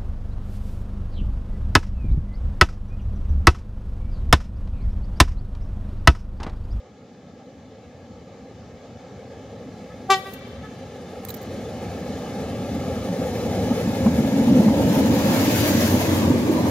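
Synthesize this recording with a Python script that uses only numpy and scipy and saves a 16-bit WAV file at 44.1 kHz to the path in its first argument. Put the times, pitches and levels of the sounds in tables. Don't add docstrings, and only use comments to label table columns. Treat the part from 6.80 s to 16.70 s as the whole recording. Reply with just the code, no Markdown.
import sys
import numpy as np
from scipy import signal
from scipy.io import wavfile
from scipy.ndimage import uniform_filter1d

SR = 44100
rng = np.random.default_rng(int(sys.argv[2]) if len(sys.argv) > 2 else 0)


def generate_wav(signal):
    frames = np.transpose(np.atleast_2d(signal))
    scaled = np.clip(frames, -1, 1) * 32767
    pcm = np.round(scaled).astype(np.int16)
    wavfile.write(sys.argv[1], SR, pcm)


N = 436590

# time in seconds, drone and roar relative level in dB.
ENGINE_LEVELS = [(0, -53, -53), (.55, -48, -50), (1.3, -46.5, -47.5), (2.9, -43, -43.5),
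                 (3.6, -43.5, -44.5), (4.55, -39.5, -40.5), (4.85, -36, -36.5), (5.4, -32.5, -34.5),
                 (6.1, -31, -32.5), (6.8, -26, -28.5), (7.3, -24, -29), (7.7, -20.5, -28.5),
                 (8.1, -20.5, -26), (8.6, -20.5, -24.5), (8.95, -23, -27), (9.3, -20, -25.5),
                 (9.6, -19, -29.5), (9.9, -21.5, -27.5)]
# time in seconds, relative level in dB.
CLATTER_LEVELS = [(0, -60), (2, -55), (4.4, -49.5), (4.7, -46), (6, -42.5), (6.8, -38.5), (7.9, -36.5),
                  (8.15, -33), (8.3, -33.5), (8.7, -27.5), (8.87, -27.5), (9.03, -27), (9.14, -30.5),
                  (9.4, -32), (9.52, -36), (9.9, -36.5)]
# frequency in Hz, relative level in dB.
RUMBLE_COLOUR = [(30, -24), (48, -29), (62, 7.5), (75, 8.5), (105, 10), (140, 0), (175, -18), (260, -58)]
DRONE_COLOUR = [(90, -27), (145, -6.5), (200, 0), (225, -2.5), (255, 1), (290, -9), (337, -12),
                (480, -54.5)]
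ROAR_COLOUR = [(260, -46), (337, -9), (400, -5.5), (460, -1), (515, 0.5), (580, -5.5), (655, -12),
               (800, -9), (890, -11.5), (980, -22.5), (1300, -86)]
CLATTER_COLOUR = [(600, -53), (1000, -10), (1500, -2), (2500, -3), (5000, -7.5), (7000, -7.5), (7900, -18),
                  (9500, -29), (12000, -90)]
HISS_COLOUR = [(6000, -30), (8300, -10), (10000, -4), (12100, 0), (14800, -2), (16000, -5)]
# frequency in Hz, width in Hz, gain in dB.
ECHO_COMB = [(924, 75, -10), (1200, 470, 7), (1480, 120, -12), (1650, 23, 3), (1720, 76, -1),
             (1923, 102, -6), (2100, 150, 0), (2415, 78, -6.5), (2750, 150, -5.5), (3300, 140, -5.5),
             (3400, 78, 4), (3830, 110, -2), (4030, 64, 2.5), (4260, 89, -3)]
# frequency in Hz, correlation from 0 to 1.
PORT_LIKENESS = [(30, 0.76), (60, 0.99), (150, 1), (250, 0.99), (400, 0.97), (640, 0.99), (1000, 0.8),
                 (1600, 0.75), (2600, 0.74), (4100, 0.72), (6500, 0.095), (9000, 0.055)]
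# frequency in Hz, left minus right in dB.
PORT_BALANCE = [(60, 3), (150, 0), (380, 0.5), (950, -1), (2380, 1.5), (5980, 2), (15000, 0.5)]
# time in seconds, rms level in dB.
HUM_LEVELS = [(8.7, -56), (8.88, -29), (9.2, -25.5), (9.5, -23), (9.64, -45), (9.76, -44), (9.9, -23)]
# time in seconds, frequency in Hz, rms level in dB.
DRONE_TONE = [(7.33, 249.3, -36), (7.42, 261.5, -26), (7.54, 275.3, -25.5), (7.72, 274.8, -25),
              (7.8, 255.2, -28)]
# start in seconds, ring level in dB, pitch in Hz, glide in Hz per second,
# ring t60 in seconds, knock level in dB.
JOINT_THUMPS = [(6.906, -4, 226, 5, 0.077, -8), (7.073, -7, 213, 0, 0.092, -20),
                (7.201, -13.5, 251, 0, 0.21, -28), (7.258, -1, 192, 2000, 0.13, 4),
                (7.374, -9, 231, 0, 0.23, -29), (7.443, -12, 243, 0, 0.12, -27),
                (7.589, -10, 235.4, -5, 0.27, -16), (7.674, 0, 236, -2, 0.092, -28),
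                (7.755, -3.5, 264, -900, 0.15, -27), (7.789, 0.5, 203, 0, 0.091, -26),
                (7.857, -6, 208, 0, .14, -23), (7.878, -24, 230, 0, .1, -0.5),
                (8.03, -10.5, 270, 0, 0.15, -22), (8.165, -4, 263, 0, 0.1, -22),
                (8.324, -5, 270, 0, 0.087, -18), (9.033, -10.5, 224, 0, 0.17, -29),
                (9.132, -6, 248, 0, .11, -22), (9.503, -5, 248, 0, 0.094, -12),
                (9.743, -3, 241, 0, 0.078, -11)]
# full blowing from in seconds, hold in seconds, pitch in Hz, relative level in dB.
NEAR_BLAST = (3.3035, .042, 393.5, -11.5)
FAR_TOOTS = [(3.106, .022, 436, -49.5), (3.838, .03, 435, -43)]
# frequency in Hz, gain in dB.
NEAR_BELL = [(200, -30), (388, -7.5), (776, -1), (1164, 0), (1550, -10.5), (1940, -11), (2330, -10),
             (2720, -15), (3490, -14.5), (4270, -20), (5000, -20), (7400, -24), (7800, -33), (11600, -33),
             (15500, -42)]
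FAR_BELL_COLOUR = [(400, -22), (860, -5), (1300, 2.5), (1730, 1.5), (2200, -22), (3500, -26), (6000, -45)]
# frequency in Hz, gain in dB.
LEFT_FACING = [(300, -.5), (1500, -.5), (3000, 1), (15000, 3)]
# frequency in Hz, gain in dB.
RIGHT_SHADE = [(300, -1), (1500, 0), (4000, -1), (15000, -2)]
# delay in seconds, left and right level in dB.
CLEAR_ECHOES = [(.157, -19, -19), (.24, -31, -31)]
# frequency in Hz, gain in dB.
BANK_COLOUR = [(300, 0), (400, 0), (600, -4), (800, -6), (1200, -5), (1900, 4), (2400, 1), (3100, 1),
               (4000, 3), (5000, 0), (6000, 2), (9000, 1)]
# frequency in Hz, t60 in seconds.
BANK_T60 = [(400, 1.0), (800, .7), (1200, 2.0), (1600, 1.5), (2300, 1.7), (3200, 2.8), (4200, 2.2),
            (6000, 1.0), (15000, .4)]
# start in seconds, base level in dB, rise in seconds, t60 in seconds, snap level in dB.
CASING_TICKS = [(3.3975, -48, .0002, .006, -42), (3.402, -45, .001, .012, -50),
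                (3.4693, -43, .0002, .012, -44), (3.5186, -43, .001, .03, -55),
                (3.5352, -28, .0006, .04, -40), (3.5935, -46, .0002, .004, -35),
                (3.6767, -49, .002, .05, -60), (3.7056, -50, .0002, .015, -54),
                (4.4504, -21, .0001, .014, -28), (4.486, -22, .0002, .018, -31),
                (4.4918, -23, .0003, .02, -36), (4.4955, -29, .0003, .012, -40),
                (4.5025, -14.5, .002, .018, -45), (4.5405, -21, .001, .028, -36),
                (4.546, -33, .0005, .02, -45), (4.5632, -35, .001, .04, -50), (4.569, -37, .001, .03, -55),
                (4.6141, -35, .001, .035, -50), (4.6275, -32, .001, .025, -44)]
# start in seconds, frequency in Hz, relative level in dB, t60 in seconds.
TICK_TONES = [(4.4865, 4000, -21, .011), (4.492, 4000, -23, .011), (4.5022, 4000, -14, .01),
              (4.5025, 6800, -26, .014), (4.5025, 13600, -31, .05)]
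# start in seconds, hold in seconds, relative level in dB.
FINGER_GRIPS = [(3.35, .035, -46), (3.475, 0.065, -50), (4.46, 0.047, -51)]
# frequency in Hz, width in Hz, gain in dB.
CASING_MODES = [(13700, 350, 2), (12300, 700, -4), (10500, 2000, -21), (6800, 1500, -15), (4600, 2500, -18),
                (2400, 1800, -13)]
RUSTLE_MODES = [(14200, 3500, -5), (11000, 3000, 0.5)]

RUMBLE_PIVOT_DB, RUMBLE_DB_PER_ROAR_DB = -29.5, 0.99
HISS_TOP_DB, HISS_DB_PER_CLATTER_DB = -30, 1.677
HISS_KNEE_DB, HISS_EXTRA_DB_PER_CLATTER_DB = -52.5, 4.3
UNDER_FROM_S, UNDER_S = 6.74, 2.66
SLIDE_UP, COMB_LEFT, SPREAD_FAR, SPREAD_UNDER = 0.19, 0.34, 0.92, 5.5
ROAR_EDGE_SLIDE, COMB_SLIDE = 0.98, 0.79
CENTRE_S, LAG_MS_PER_S = 3.5, -.021
HUM_HZ, HUM_SAG_HZ_PER_S = 94.3, 3.3
THUMP_RISE_S, KNOCK_T60_S = 0.0057, .06
FRAME_RATIO, FRAME_DB = 0.603, -13

BODY_RISE_DB_PER_S, BODY_DROOP_DB_PER_S, BODY_FALL_DB_PER_S = 1700, 200, 340
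EDGE_RISE_DB_PER_S, EDGE_DROOP_DB_PER_S, EDGE_FALL_DB_PER_S = 5000, 40, 450
EDGE_DB, EDGE_DROP_DB, EDGE_DROP_S = -1, -12, .008
BODY_EARLY_S, FULL_S = .003, .013
TOP_DROOP_DB_PER_S = 800
BEND_UP_S, START_FLAT_HZ, SAG_HZ, SAG_S = .009, 9, 11, .014
HARMONIC_WAVER_DB, HARMONIC_WAVER_HZ = 1.1, 26

BANKS_DB, FAR_BANK_PAN_DB = -21.5, 4
NEAR_BANKS_DB, NEAR_BANKS_T60_S, ECHO_BLUR_S = 19, .15, .00016

TICK_PAN_DB, SCRATCH_DB, SNAP_HZ = -8.5, 4.5, 7000
PING_HZ, PING_DB, PING_T60_S, TONE_RISE_S = 8150, -17, .011, .0025
GRIP_RISE_DB_PER_S, GRIP_FALL_DB_PER_S = 300, 250

LOW_CUT_HZ, EDGE_HZ = 82, 15800


def gain_of(db):
    return 10 ** (np.asarray(db) / 20)


def evened(x):
    return x / np.sqrt(np.mean(x ** 2) + 1e-20)


def read(points, hz):
    f, value = np.transpose(points)
    return np.interp(np.log(hz + 1), np.log(f + 1), value)


def curve(rows, t):
    s, *columns = np.transpose(rows)
    return [np.interp(t, s, c) for c in columns]


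def add(mix, s, sound):
    part = mix[..., round(s * SR):][..., :sound.shape[-1]]
    part += sound[..., :part.shape[-1]]


def resonate(x, hz, width):
    return signal.lfilter(*signal.iirpeak(min(hz, .45 * SR), hz / width, SR), x)


def causal(points):
    log_gain = np.log(gain_of(read(points, abs(np.fft.fftfreq(4096, 1 / SR)))))
    return np.fft.ifft(np.exp(np.conj(signal.hilbert(log_gain)))).real[:2048]


def train(patchy_db=1.5, flicker_db=0.72, dulling=0.54, surge_db=0.6):
    frames, hz = N // 512 + 5, np.fft.rfftfreq(2048, 1 / SR)
    t = np.arange(frames) * 512 / SR
    a, b, c, d, patches = rng.standard_normal((frames, 1025, 5)).T
    patches = evened(uniform_filter1d(uniform_filter1d(patches, 8, 0), 6, 1))
    flicker = evened(uniform_filter1d(rng.standard_normal(frames), 2))
    surges_db = surge_db * evened(uniform_filter1d(rng.standard_normal((2, frames)), size=6))

    under = np.clip((t - UNDER_FROM_S) / UNDER_S, 0, 1)
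    stretch = 1 + SLIDE_UP * under
    comb_depth = 1 - (1 - COMB_LEFT) * np.sqrt(under)
    spread = SPREAD_FAR + (SPREAD_UNDER - SPREAD_FAR) * under

    drone_db, roar_db = curve(ENGINE_LEVELS, t)
    clatter_db, = curve(CLATTER_LEVELS, t)
    rumble_db = RUMBLE_PIVOT_DB + RUMBLE_DB_PER_ROAR_DB * (roar_db - RUMBLE_PIVOT_DB) + surges_db[0]
    far_db = HISS_DB_PER_CLATTER_DB * (clatter_db - clatter_db.max())
    far_db += HISS_EXTRA_DB_PER_CLATTER_DB * np.minimum(clatter_db - HISS_KNEE_DB, 0)
    dulling_db = np.maximum(far_db, -35)

    # colour, level in dB, flicker factor, slide exponent
    layers = [(RUMBLE_COLOUR, rumble_db, -1.4, 0.67),
              (DRONE_COLOUR, drone_db + surges_db[1], -1.07, 1.0),
              (ROAR_COLOUR, roar_db, 1.07, 0.52),
              (CLATTER_COLOUR, clatter_db, 0.86, 0.12),
              (HISS_COLOUR, HISS_TOP_DB + far_db, 2.6, 0.072)]
    power = 0
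    for shape, level_db, shake, slide in layers:
        if shape is ROAR_COLOUR:
            edge = np.clip(np.log2(hz / 600 + 1e-9), 0, 1)
            slide = (slide + ROAR_EDGE_SLIDE * edge)[:, None]
        colour_db = read(shape, hz[:, None] / stretch ** slide)
        if shape is HISS_COLOUR:
            colour_db += dulling * np.outer(np.log2(np.maximum(hz, 8000) / 8000), dulling_db)
        if shape is CLATTER_COLOUR:
            colour_db += 0.16 * dulling * np.outer(np.log2(np.maximum(hz, 2000) / 2000), dulling_db)
        colour = gain_of(colour_db) ** 2
        power = power + colour / colour.sum(0) * gain_of(level_db + shake * flicker_db * flicker) ** 2

    comb_db = 0
    for f, width, db in ECHO_COMB:
        slid_hz = hz[:, None] / stretch ** (COMB_SLIDE * (f < 1300))
        comb_db = comb_db + db * np.exp(-((slid_hz - f) / width) ** 2)
    size = np.sqrt(power) * gain_of(comb_db * comb_depth + patchy_db * patches)

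    same = np.clip(read(PORT_LIKENESS, hz), 0, 1)[:, None] ** spread
    left = a + 1j * b
    right = same * left + np.sqrt(1 - same ** 2) * (c + 1j * d)
    lag_s = LAG_MS_PER_S * np.maximum(t - CENTRE_S, 0) / 1000
    late = np.exp(-2j * np.pi * np.outer(hz, lag_s))
    tilt = gain_of(read(PORT_BALANCE, hz) / 2)[:, None]
    z = np.array([left * late * tilt, right / tilt]) * size
    return gain_of(1.5) * signal.istft(z, nperseg=2048, noverlap=1536)[1][:, :N]


def hums(waver_db=1.0):
    t = np.arange(HUM_LEVELS[0][0], N / SR, 1 / SR)
    hz = HUM_HZ - HUM_SAG_HZ_PER_S * (t - t[0])
    waver = evened(uniform_filter1d(uniform_filter1d(rng.standard_normal(len(t)), 2000), 2000))
    level = np.sqrt(2) * gain_of(curve(HUM_LEVELS, t)[0] + waver_db * waver)
    out = np.zeros(N)
    add(out, t[0], level * np.sin(2 * np.pi * np.cumsum(hz) / SR))
    return out


def drone_tone():
    t = np.arange(DRONE_TONE[0][0], DRONE_TONE[-1][0], 1 / SR)
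    hz, db = curve(DRONE_TONE, t)
    level = np.sqrt(2) * signal.windows.tukey(len(t), .3) * gain_of(db)
    out = np.zeros(N)
    add(out, t[0], level * np.sin(2 * np.pi * np.cumsum(hz) / SR))
    return out


def thumps():
    out, t = np.zeros(N), np.arange(12000) / SR
    noise = rng.standard_normal((len(JOINT_THUMPS), 12000))
    knocks = resonate(resonate(noise, 860, 360), 860, 360) * gain_of(-60 * t / KNOCK_T60_S)
    for (s, db, hz, glide, t60, knock_db), knock in zip(JOINT_THUMPS, knocks):
        pitch = hz + glide * np.minimum(t, t60 / 3)
        phase = 2 * np.pi * np.cumsum(pitch) / SR
        tones = np.sin(phase) + gain_of(FRAME_DB) * np.sin(FRAME_RATIO * phase)
        ring = gain_of(db - 60 * t / t60) * tones
        add(out, s, (1 - np.exp(-t / THUMP_RISE_S)) * (ring + gain_of(knock_db) * knock))
    return out


def horn(blast, bell, count):
    start, hold, top_hz, level_db = blast
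    t = np.arange(-.025, hold + .1, 1 / SR)
    before, after = np.maximum(-t, 0), np.maximum(t - hold, 0)
    held = np.clip(t - FULL_S, 0, hold - FULL_S)
    body_db = -BODY_RISE_DB_PER_S * np.maximum(before - BODY_EARLY_S, 0)
    body_db -= BODY_DROOP_DB_PER_S * held + BODY_FALL_DB_PER_S * after
    edge_db = EDGE_DB - EDGE_RISE_DB_PER_S * before - EDGE_DROOP_DB_PER_S * held
    edge_db += EDGE_DROP_DB * np.minimum(after / EDGE_DROP_S, 1) - EDGE_FALL_DB_PER_S * after
    top_db = -TOP_DROOP_DB_PER_S * held

    hz = top_hz - START_FLAT_HZ * np.clip(1 - t / BEND_UP_S, 0, 1)
    hz -= SAG_HZ * (1 - np.exp(-np.maximum(t - BEND_UP_S, 0) / SAG_S))
    turns = np.cumsum(hz) / SR
    turns -= np.interp(0, t, turns)

    waver = np.sin(2 * np.pi * (HARMONIC_WAVER_HZ * t + rng.random((count, 1))))
    waver_db = HARMONIC_WAVER_DB * (1 + held / FULL_S) * waver
    pulses = 0
    for k in range(1, count):
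        edge_share = np.clip((k - 3) / 3.5, 0, 1)
        swing = 2.0 if k == 3 else 1
        db = swing * body_db + edge_share * (edge_db - body_db + waver_db[k]) + max(k - 9, 0) / count * top_db
        pulses = pulses + gain_of(db) * np.cos(2 * np.pi * k * turns)
    rasp = rng.standard_normal(len(t)) * (.3 + np.exp(-(turns % 1) / .2))
    pulses += gain_of(edge_db - 3) * rasp
    out = np.zeros(N)
    add(out, start + t[0], gain_of(level_db) * signal.fftconvolve(pulses, causal(bell)))
    return out


def shaded(x):
    x = signal.fftconvolve(x, causal(RIGHT_SHADE))[:N]
    return (np.roll(x, -1) + .3 * np.roll(x, 10)) / 1.2


def banks(x):
    taps = np.zeros((2, SR))
    at = np.arange(400, SR - 20, 20) + rng.integers(0, 20, (2, (SR - 401) // 20))
    np.put_along_axis(taps, at, rng.choice([-1., 1.], at.shape), 1)
    hz, t, z = signal.stft(taps, SR, nperseg=256)
    decay = gain_of(-60 * t / read(BANK_T60, hz)[:, None])
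    tail = signal.istft(z * decay, SR, nperseg=256)[1]
    tail *= gain_of(BANKS_DB) / np.linalg.norm(tail[0])
    far = gain_of([[FAR_BANK_PAN_DB / 2], [-FAR_BANK_PAN_DB / 2]])
    near = gain_of(NEAR_BANKS_DB - 60 * np.arange(tail.shape[1]) / SR / NEAR_BANKS_T60_S)
    tail *= far + near
    blur = np.exp(-np.arange(40) / SR / ECHO_BLUR_S)
    for delay, *sides_db in CLEAR_ECHOES:
        add(tail, delay, np.outer(gain_of(sides_db), blur / blur.sum()))
    coloured = signal.fftconvolve(x, causal(BANK_COLOUR))
    return signal.fftconvolve(coloured[None], tail, axes=1)[:, :N]


def casing(x, modes):
    return sum(gain_of(db) * resonate(x, hz, width) for hz, width, db in modes)


def handling():
    t, now = np.arange(4000) / SR, np.arange(N) / SR
    rustle = 0
    for s, hold, db in FINGER_GRIPS:
        rise_db = GRIP_RISE_DB_PER_S * np.maximum(s - now, 0)
        fall_db = GRIP_FALL_DB_PER_S * np.maximum(now - s - hold, 0)
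        rustle = rustle + gain_of(db - rise_db - fall_db)
    out = rustle * casing(rng.standard_normal((2, N)), RUSTLE_MODES)

    bursts = rng.standard_normal((len(CASING_TICKS), 2, 4000))
    sides = gain_of([[TICK_PAN_DB / 2], [-TICK_PAN_DB / 2]])
    ping = np.sin(2 * np.pi * PING_HZ * t) * gain_of(-60 * t / PING_T60_S) * sides
    snap = signal.lfilter(*signal.butter(2, SNAP_HZ, "high", fs=SR), 1. * (t == 0)) * sides
    for (s, db, rise, t60, snap_db), burst in zip(CASING_TICKS, bursts):
        onset = (1 - np.exp(-t / rise)) ** 2
        scratch = burst * onset * gain_of(db + SCRATCH_DB - 60 * t / t60) * sides
        add(out, s, casing(scratch, CASING_MODES))
        add(out, s, gain_of(db + PING_DB) * ping * onset + gain_of(snap_db) * snap)

    for (s, hz, db, t60), noise in zip(TICK_TONES, rng.standard_normal((len(TICK_TONES), 4000))):
        tone = np.sin(2 * np.pi * hz * t) + resonate(noise, hz, 700)
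        onset = (1 - np.exp(-t / TONE_RISE_S)) ** 2
        add(out, s, gain_of(db - 60 * t / t60) * onset * tone * sides)
    return out


def scene():
    horns = horn(NEAR_BLAST, NEAR_BELL, count=41)
    horns = horns + sum(horn(toot, FAR_BELL_COLOUR, count=12) for toot in FAR_TOOTS)
    direct = np.array([signal.fftconvolve(horns, causal(LEFT_FACING))[:N], shaded(horns)])
    return train() + hums() + drone_tone() + thumps() + direct + banks(horns) + handling()


def record(dry):
    cut = signal.sosfilt(signal.butter(3, LOW_CUT_HZ, "high", fs=SR, output="sos"), dry)
    return signal.oaconvolve(cut, signal.firwin(511, EDGE_HZ, window=("kaiser", 9), fs=SR)[None], "same")


dry = scene()
out = record(dry)
generate_wav(out)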